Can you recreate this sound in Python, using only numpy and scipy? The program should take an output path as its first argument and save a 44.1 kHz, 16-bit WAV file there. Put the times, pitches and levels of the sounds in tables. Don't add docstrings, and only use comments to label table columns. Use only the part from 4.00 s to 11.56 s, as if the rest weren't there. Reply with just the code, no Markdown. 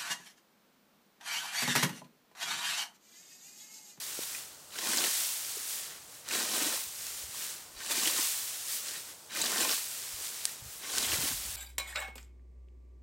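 import sys
import numpy as np
from scipy import signal
from scipy.io import wavfile
from scipy.ndimage import uniform_filter1d

SR = 44100
rng = np.random.default_rng(int(sys.argv[2]) if len(sys.argv) > 2 else 0)


def transcribe(signal):
    frames = np.atleast_2d(signal).T
    limited = np.clip(frames, -1, 1)
    pcm = np.round(limited * 32767).astype(np.int16)
    wavfile.write(sys.argv[1], SR, pcm)


N = 333396
TIME = np.arange(N) / SR

# start, rise time and time in the grass in seconds; levels of ripping,
# root tugging and rustling in dB; seconds until the cut grass has fallen; its fading in dB per second.
STROKES = [(0.684, 0.23, 0.38, -36.5, -46.5, -32, 0.52, 33), (2.25, 0.1, 0.48, -38, -46.5, -33.5, 0.49, 66),
           (3.723, 0.33, 0.46, -37.8, -48.5, -30.5, 0.5, 37.5),
           (5.284, 0.13, 0.42, -37, -47, -34.5, 0.47, 53), (6.775, 0.2, 0.5, -39, -50, -33.5, 0.51, 64)]
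# time and half width in seconds, level change in dB.
CLUMPS = [(0.789, 0.0066, 5), (0.979, 0.011, 0), (1.045, 0.013, 2), (2.325, 0.057, 2), (2.482, 0.048, -3),
          (2.562, 0.026, 1.6), (2.627, 0.01, 3), (2.717, 0.026, -2), (3.915, 0.018, 7), (3.969, 0.018, 3),
          (4.077, 0.0064, 4), (4.134, 0.048, -3), (5.364, 0.015, 4.5), (5.615, 0.037, 4), (5.727, 0.036, 4),
          (7.085, 0.018, -2), (7.138, 0.015, 2.5), (7.188, 0.023, -2)]
# time in seconds, peak level in dB, pitch in Hz.
TUFTS = [(0.885, -42, 230), (2.404, -43, 242), (2.615, -35.5, 295), (2.664, -35, 295), (2.738, -38, 527),
         (3.978, -39, 332.6), (4.025, -41.5, 240), (4.068, -36.5, 330), (4.189, -40, 306), (7.03, -42, 250),
         (7.234, -39, 266), (7.31, -43, 260)]
# time in seconds, peak level in dB, pitch in Hz.
CRACKS = [(0.7813, -33, 3050), (0.9714, -20, 6550), (0.9823, -21, 4600), (1.04, -20, 2980),
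          (2.3094, -26.5, 2420), (2.6664, -25, 8070), (3.907, -35, 4710), (4.0533, -23, 2980),
          (4.074, -20.5, 3140), (4.884, -28.5, 4270), (5.415, -20, 7440), (5.42, -24, 8090),
          (5.4613, -23, 5390), (5.607, -18, 7600), (5.6917, -26, 3060), (5.7129, -20, 5230),
          (7.028, -25, 4000), (7.046, -22, 3240), (7.083, -27, 3320), (7.117, -25, 2940),
          (7.14, -25.5, 2180)]
# time in seconds, peak level in dB, pitch in Hz.
SNAPS = [(0.8726, -15.5, 5000), (2.2878, -18, 5500), (3.068, -22, 9300), (3.863, -22, 8500),
         (4.022, -25, 5500), (4.0358, -16, 6460), (6.4541, -4.5, 8800), (6.983, -6, 7400)]
# start and length in seconds, rustle and sliding levels in dB.
RETURNS = [(-0.152, 0.52, -40.5, -52), (1.373, 0.46, -41.5, -54.5), (2.875, 0.35, -41.5, -60),
           (3.248, 0.26, -40.5, -51.5), (4.36, 0.63, -43, -57.5), (5.808, 0.69, -42, -53.5),
           (7.327, 0.3, -41, -54)]
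# time and half width in seconds,
# then rustle level, change of its top treble and sliding level, all in dB.
BRUSHES = [(0.228, 0.018, -40.5, 3, -48), (1.729, 0.082, -40.5, 5, -68), (1.914, 0.084, -59, 0.3, -51),
           (2.153, 0.072, -53, 3, -59), (3.076, 0.047, -49, 2, -51), (3.434, 0.047, -43.1, 3, -50),
           (4.736, 0.072, -36.5, 4, -68), (4.888, 0.059, -40.5, -6, -48.5), (4.959, 0.044, -49.7, -6, -47),
           (5.094, 0.046, -49, 3, -55.4), (6.253, 0.048, -39.5, -1, -67), (6.74, 0.12, -47.5, 4, -57)]
# time in seconds, level in dB.
ENTRIES = [(0.756, -56), (2.262, -52), (3.801, -49), (5.326, -46.5), (6.842, -45)]
# pitch in Hz, width in Hz, level in dB.
BLADE_TONES = [(909, 21, 3), (1056, 91, -0.5), (1540, 62, 1), (1823, 59, 1), (2000, 12, -9.5),
               (2435, 67, -5), (3050, 100, -9), (3927, 66, 0.5), (4520, 25, -1)]
# time in seconds, peak level in dB, rough pitch in Hz.
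CLINKS = [(0.3467, -31.5, 2260), (0.734, -42, 4650), (0.785, -43, 3000), (2.333, -30, 3950),
          (2.669, -34, 3200), (3.763, -46, 4540), (3.806, -41, 1540), (3.911, -33, 2450),
          (4.955, -37, 3500), (5.312, -42, 1770), (5.358, -32, 2130), (5.415, -27, 3900),
          (5.524, -36, 1570), (5.645, -34, 1060), (6.474, -44, 2000), (6.834, -41, 3100)]
# time in seconds, strength in dB, pitch in Hz, fade time in cycles.
KNOCKS = [(0.1902, -29.5, 392, 0.21), (1.568, -41, 425, 0.78), (3.237, -47, 500, 0.33),
          (3.345, -41, 1000, 0.61), (6.208, -48, 382, 0.6)]
# start, rise time and length in seconds, level in dB.
GUSTS = [(0.25, 0.1, 0.14, -75), (2.25, 0.12, 0.51, -80), (3.5, 0.2, 0.45, -71), (2.8, 0.19, 0.5, -69),
         (5.3, 0.13, 0.7, -79), (6.08, 0.06, 0.12, -63), (6.6, 0.04, 0.09, -55), (6.88, 0.24, 0.66, -52.5)]
# time in seconds, peak level in dB, pitch in Hz, fade time in cycles.
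PUFFS = [(2.865, -56, 69.6, 0.3), (3.23, -52, 65.4, 0.52), (3.283, -53, 95, 0.36), (3.76, -54, 46, 0.28),
         (6.135, -52, 83, 0.25), (6.618, -46, 119, 0.44), (7.131, -39, 100, 0.35),
         (7.184, -38.5, 130, 0.43), (7.488, -47, 91, 0.49)]

# frequency in Hz, level in dB.
RIP_COLOUR = [(300, 0.5), (700, -2), (1200, -2), (1800, 2), (3200, 2.5), (5000, 3.5), (8000, -5),
              (15000, -3.5)]
TUG_COLOUR = [(70, -18), (150, -9.5), (230, 4), (300, -4), (450, 1.5), (700, 1.5), (1500, -35)]
RUSTLE_COLOUR = [(200, -40), (600, -15), (1500, -9.5), (3000, -4), (5000, -1.5), (8200, 0.5), (10500, -3.5),
                 (14000, -7.5), (16000, -3)]
SLIDE_COLOUR = [(150, -9), (400, -3), (800, -10.5), (1600, 0.5), (3000, -3.5), (6000, -4), (15000, -37)]
WIND_COLOUR = [(22, -17), (50, 11), (95, 3), (160, -1.5), (300, -30), (600, -39)]
FIELD_COLOUR = [(40, -26), (90, 2), (150, -1.5), (280, -2), (600, 1.5), (1300, -1), (2500, -11.5),
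                (8000, -6.5), (16000, -16.5)]


def cutting():
    bites, pulls = [], []
    for start, rise_s, length_s, rip_db, tug_db, *_ in STROKES:
        bites.append(from_db(rip_db) * movement(start, rise_s, length_s, fade_db_per_s=139))
        pulls.append(from_db(tug_db) * movement(start, rise_s, length_s, fade_db_per_s=343, curve=1.76))
    thickness = from_db(thickness_db())
    late_breaks = [from_db(-19) * gain for _, gain in falling_grass()]
    rip_gain = together([together(bites) * thickness] + late_breaks)
    tug_gain = together(pulls) * thickness
    rips = crackle(RIP_COLOUR, per_s=1100, spread_db=3, colour_db=17, decay_s=0.0015, even_s=0.087)
    pops = straw_pops(low_hz=1000, high_hz=5500, per_s=200, sharpness=91, spread_db=3, pitches=44)
    blade = rips + from_db(-6.5) * pops + from_db(-7) * rms_one(steel(rips))
    tugs = crackle(TUG_COLOUR, per_s=320, spread_db=2.5, colour_db=2.5, decay_s=0.0027, even_s=0.04)
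    turf = tugs + from_db(0.5) * resonance(tugs, hz=330, width_hz=70)
    jerks = thuds([(start, db, hz, 0.76) for start, db, hz in TUFTS])
    return rip_gain * rms_one(blade) + tug_gain * rms_one(turf) + jerks


def straw_pops(low_hz, high_hz, per_s, sharpness, spread_db, pitches):
    sizes = from_db(spread_db * np.minimum(rng.exponential(1, N), 3)) * rng.choice([-1, 1], N)
    pops = sizes * (rng.random(N) < per_s / SR)
    tube = rng.integers(0, pitches, N)
    rings = sum(resonance(pops * (tube == k) + 1e-18, hz, hz / sharpness) / np.sqrt(hz)
                for k, hz in enumerate(np.geomspace(low_hz, high_hz, pitches)))
    return evened(rings, even_s=0.097)


def thickness_db():
    return sum(db * bump(centre, half_width_s) for centre, half_width_s, db in CLUMPS)


def falling_grass():
    thickness = from_db(0.86 * thickness_db())
    return [(start, thickness * from_db(db) * movement(start, rise_s, fall_s, fade, curve=1.39))
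            for start, rise_s, _, _, _, db, fall_s, fade in STROKES]


def rustle():
    stirs = [(gain, np.interp(TIME, [start, start + 0.55], [-4.5, 2.4]))
             for start, gain in falling_grass()]
    stirs += [(from_db(db) * movement(start, 0.13, length_s, fade_db_per_s=91), 1)
              for start, length_s, db, _ in RETURNS]
    stirs += [(from_db(db) * bump(centre, half_width_s), top_db)
              for centre, half_width_s, db, top_db, _ in BRUSHES]
    stirs += [(from_db(-55), -0.5)]
    body_gain = together(gain for gain, _ in stirs)
    top_gain = together(gain * from_db(top_db) for gain, top_db in stirs)
    touches = crackle(RUSTLE_COLOUR, per_s=14000, spread_db=1.5, colour_db=5,
                      decay_s=0.00016, even_s=0.072)
    top = signal.sosfiltfilt(signal.butter(3, 10000, "high", fs=SR, output="sos"), touches)
    return body_gain * (touches - top) + top_gain * top


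def cracks(decay_s, reach_octaves):
    out, t = np.zeros(N), TIME[:SR // 20]
    for start, db, hz in CRACKS:
        splinters = rng.standard_normal(len(t)) * np.exp(-t / decay_s)
        crack = band(splinters, hz / 2 ** reach_octaves, hz * 2 ** reach_octaves, order=1)
        add(out, start, from_db(db) * peak_one(crack))
    return out


def snaps(scatter_db, scatter_s):
    out, t = np.zeros(N), TIME[:SR // 30]
    for start, db, hz in SNAPS:
        pulse = from_db(scatter_db) * rng.standard_normal(len(t)) * np.exp(-t / scatter_s)
        pulse[0] = 1
        snap = band(pulse, hz * 0.56, hz * 1.5, order=1)
        add(out, start, from_db(db) * peak_one(band(snap, 530, 11100, order=5)))
    return out


def sliding():
    slides = [from_db(db) * movement(start, 0.13, length_s, fade_db_per_s=68)
              for start, length_s, _, db in RETURNS]
    slides += [from_db(db) * bump(centre, half_width_s) for centre, half_width_s, _, _, db in BRUSHES]
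    slides += [from_db(db) * bump(centre, half_width_s=0.025) for centre, db in ENTRIES]
    flicks = crackle(SLIDE_COLOUR, per_s=1200, spread_db=0, colour_db=2.5, decay_s=0.0023, even_s=0.065)
    ringing = from_db(-17) * rms_one(steel(flicks))
    return together(slides) * rms_one(flicks + ringing)


def clinks(reach_octaves, scrape_db, scrape_s):
    out, t = np.zeros(N), TIME[:SR // 8]
    for start, db, hz in CLINKS:
        contact = from_db(scrape_db) * rng.standard_normal(len(t)) * np.exp(-t / scrape_s)
        contact[0] = 1
        push = band(contact, hz / 2 ** reach_octaves, hz * 2 ** reach_octaves)
        add(out, start, from_db(db) * peak_one(steel(push)))
    return out


def steel(push):
    return sum(from_db(db) * resonance(push, hz, width_hz) for hz, width_hz, db in BLADE_TONES)


def handle():
    return band(thuds(KNOCKS), low_hz=150, high_hz=3000)


def wind():
    gusts = [from_db(db) * movement(start, rise_s, length_s, fade_db_per_s=180)
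             for start, rise_s, length_s, db in GUSTS]
    breeze = from_db(-80.5)
    rumble = crackle(WIND_COLOUR, per_s=120, spread_db=9, colour_db=-10, decay_s=0.01, even_s=0.094)
    return together(gusts + [breeze]) * rumble + thuds(PUFFS)


def field_hush():
    hush = sum(gain * band(rng.standard_normal(N), low, high) for low, high, gain in thirds(FIELD_COLOUR))
    return from_db(-57.5) * rms_one(hush)


def distant_hum(hz, width_hz):
    tone = resonance(rng.standard_normal(N), hz, width_hz)
    return from_db(-79.5) * rms_one(resonance(tone, hz, width_hz))


def crackle(colour, per_s, spread_db, colour_db, decay_s, even_s):
    starts = np.flatnonzero(rng.random(N) < per_s / SR)
    size_db = spread_db * np.minimum(rng.exponential(1, N), 4)[starts]
    kept = np.exp(-2 / (decay_s * SR))
    out = 0
    for low, high, gain in thirds(colour):
        energy = np.zeros(N)
        energy[starts] = from_db(size_db + colour_db * rng.uniform(-1.53, 1, N)[starts]) ** 2
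        energy = signal.lfilter([1], [1, -kept], energy + 1e-18)
        out = out + gain * band(np.sqrt(energy) * rng.standard_normal(N), low, high)
    return evened(out, even_s)


def thuds(table):
    out, t = np.zeros(N), TIME[:SR // 8]
    for start, db, hz, cycles in table:
        blow = np.sin(2 * np.pi * hz * t) * t ** 2 * np.exp(-t * hz / cycles)
        add(out, start, from_db(db) * peak_one(blow))
    return out


def movement(start, rise_s, length_s, fade_db_per_s, curve=1):
    t = TIME - start
    rise = np.clip(t / rise_s, 0, 1) ** curve
    fade_db = np.minimum(fade_db_per_s * np.maximum(t - length_s, 0), 200)
    return rise * from_db(-fade_db)


def bump(centre, half_width_s):
    return np.exp(-np.minimum(((TIME - centre) / half_width_s) ** 2, 50))


def thirds(colour):
    hz, db = np.transpose(colour)
    edges = 20 * 2 ** (np.arange(30) / 3)
    centres = np.sqrt(edges[:-1] * edges[1:])
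    gains = from_db(np.interp(np.log(centres), np.log(hz), db))
    return [(low, high, gain) for low, high, gain in zip(edges, edges[1:], gains)
            if high > hz[0] and low < hz[-1]]


def band(x, low_hz, high_hz, order=2):
    sos = signal.butter(order, [low_hz, min(high_hz, .45 * SR)], "band", fs=SR, output="sos")
    return signal.sosfilt(sos, x + 1e-18)


def resonance(x, hz, width_hz):
    r = np.exp(-np.pi * width_hz / SR)
    feedback = [1, -2 * r * np.cos(2 * np.pi * hz / SR), r * r]
    return signal.lfilter(np.array([1, 0, -1]) * (1 - r * r) / 2, feedback, x)


def together(gains):
    return np.sqrt(sum(gain ** 2 for gain in gains))


def evened(x, even_s):
    power = uniform_filter1d(x ** 2, int(even_s * SR) + 1)
    return x / np.sqrt(np.abs(power) + 1e-20)


def rms_one(x):
    return x / np.sqrt(np.mean(x ** 2) + 1e-20)


def peak_one(x):
    return x / np.max(np.abs(x))


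def from_db(db):
    return 10 ** (np.asarray(db) / 20)


def add(track, start, sound):
    at = int(np.clip(round(start * SR), 0, N - 1))
    track[at:at + len(sound)] += sound[:N - at]


def scene():
    stalks = cracks(decay_s=0.006, reach_octaves=0.16) + snaps(scatter_db=-21, scatter_s=0.0018)
    scythe = clinks(reach_octaves=0.17, scrape_db=-17, scrape_s=0.01) + handle()
    mowing = rustle() + cutting() + sliding() + stalks + scythe
    mono = mowing + wind() + field_hush() + distant_hum(hz=148.7, width_hz=4.2)
    return np.array([mono, mono])


def record(dry):
    lift = from_db(-13) * resonance(dry, hz=8400, width_hz=950)
    dip = from_db(-19.5) * resonance(dry, hz=9700, width_hz=1700)
    top_cut = signal.ellip(12, .1, 80, 15850, fs=SR, output="sos")
    return signal.sosfilt(top_cut, dry + lift - dip)


dry = scene()
out = record(dry)
transcribe(out)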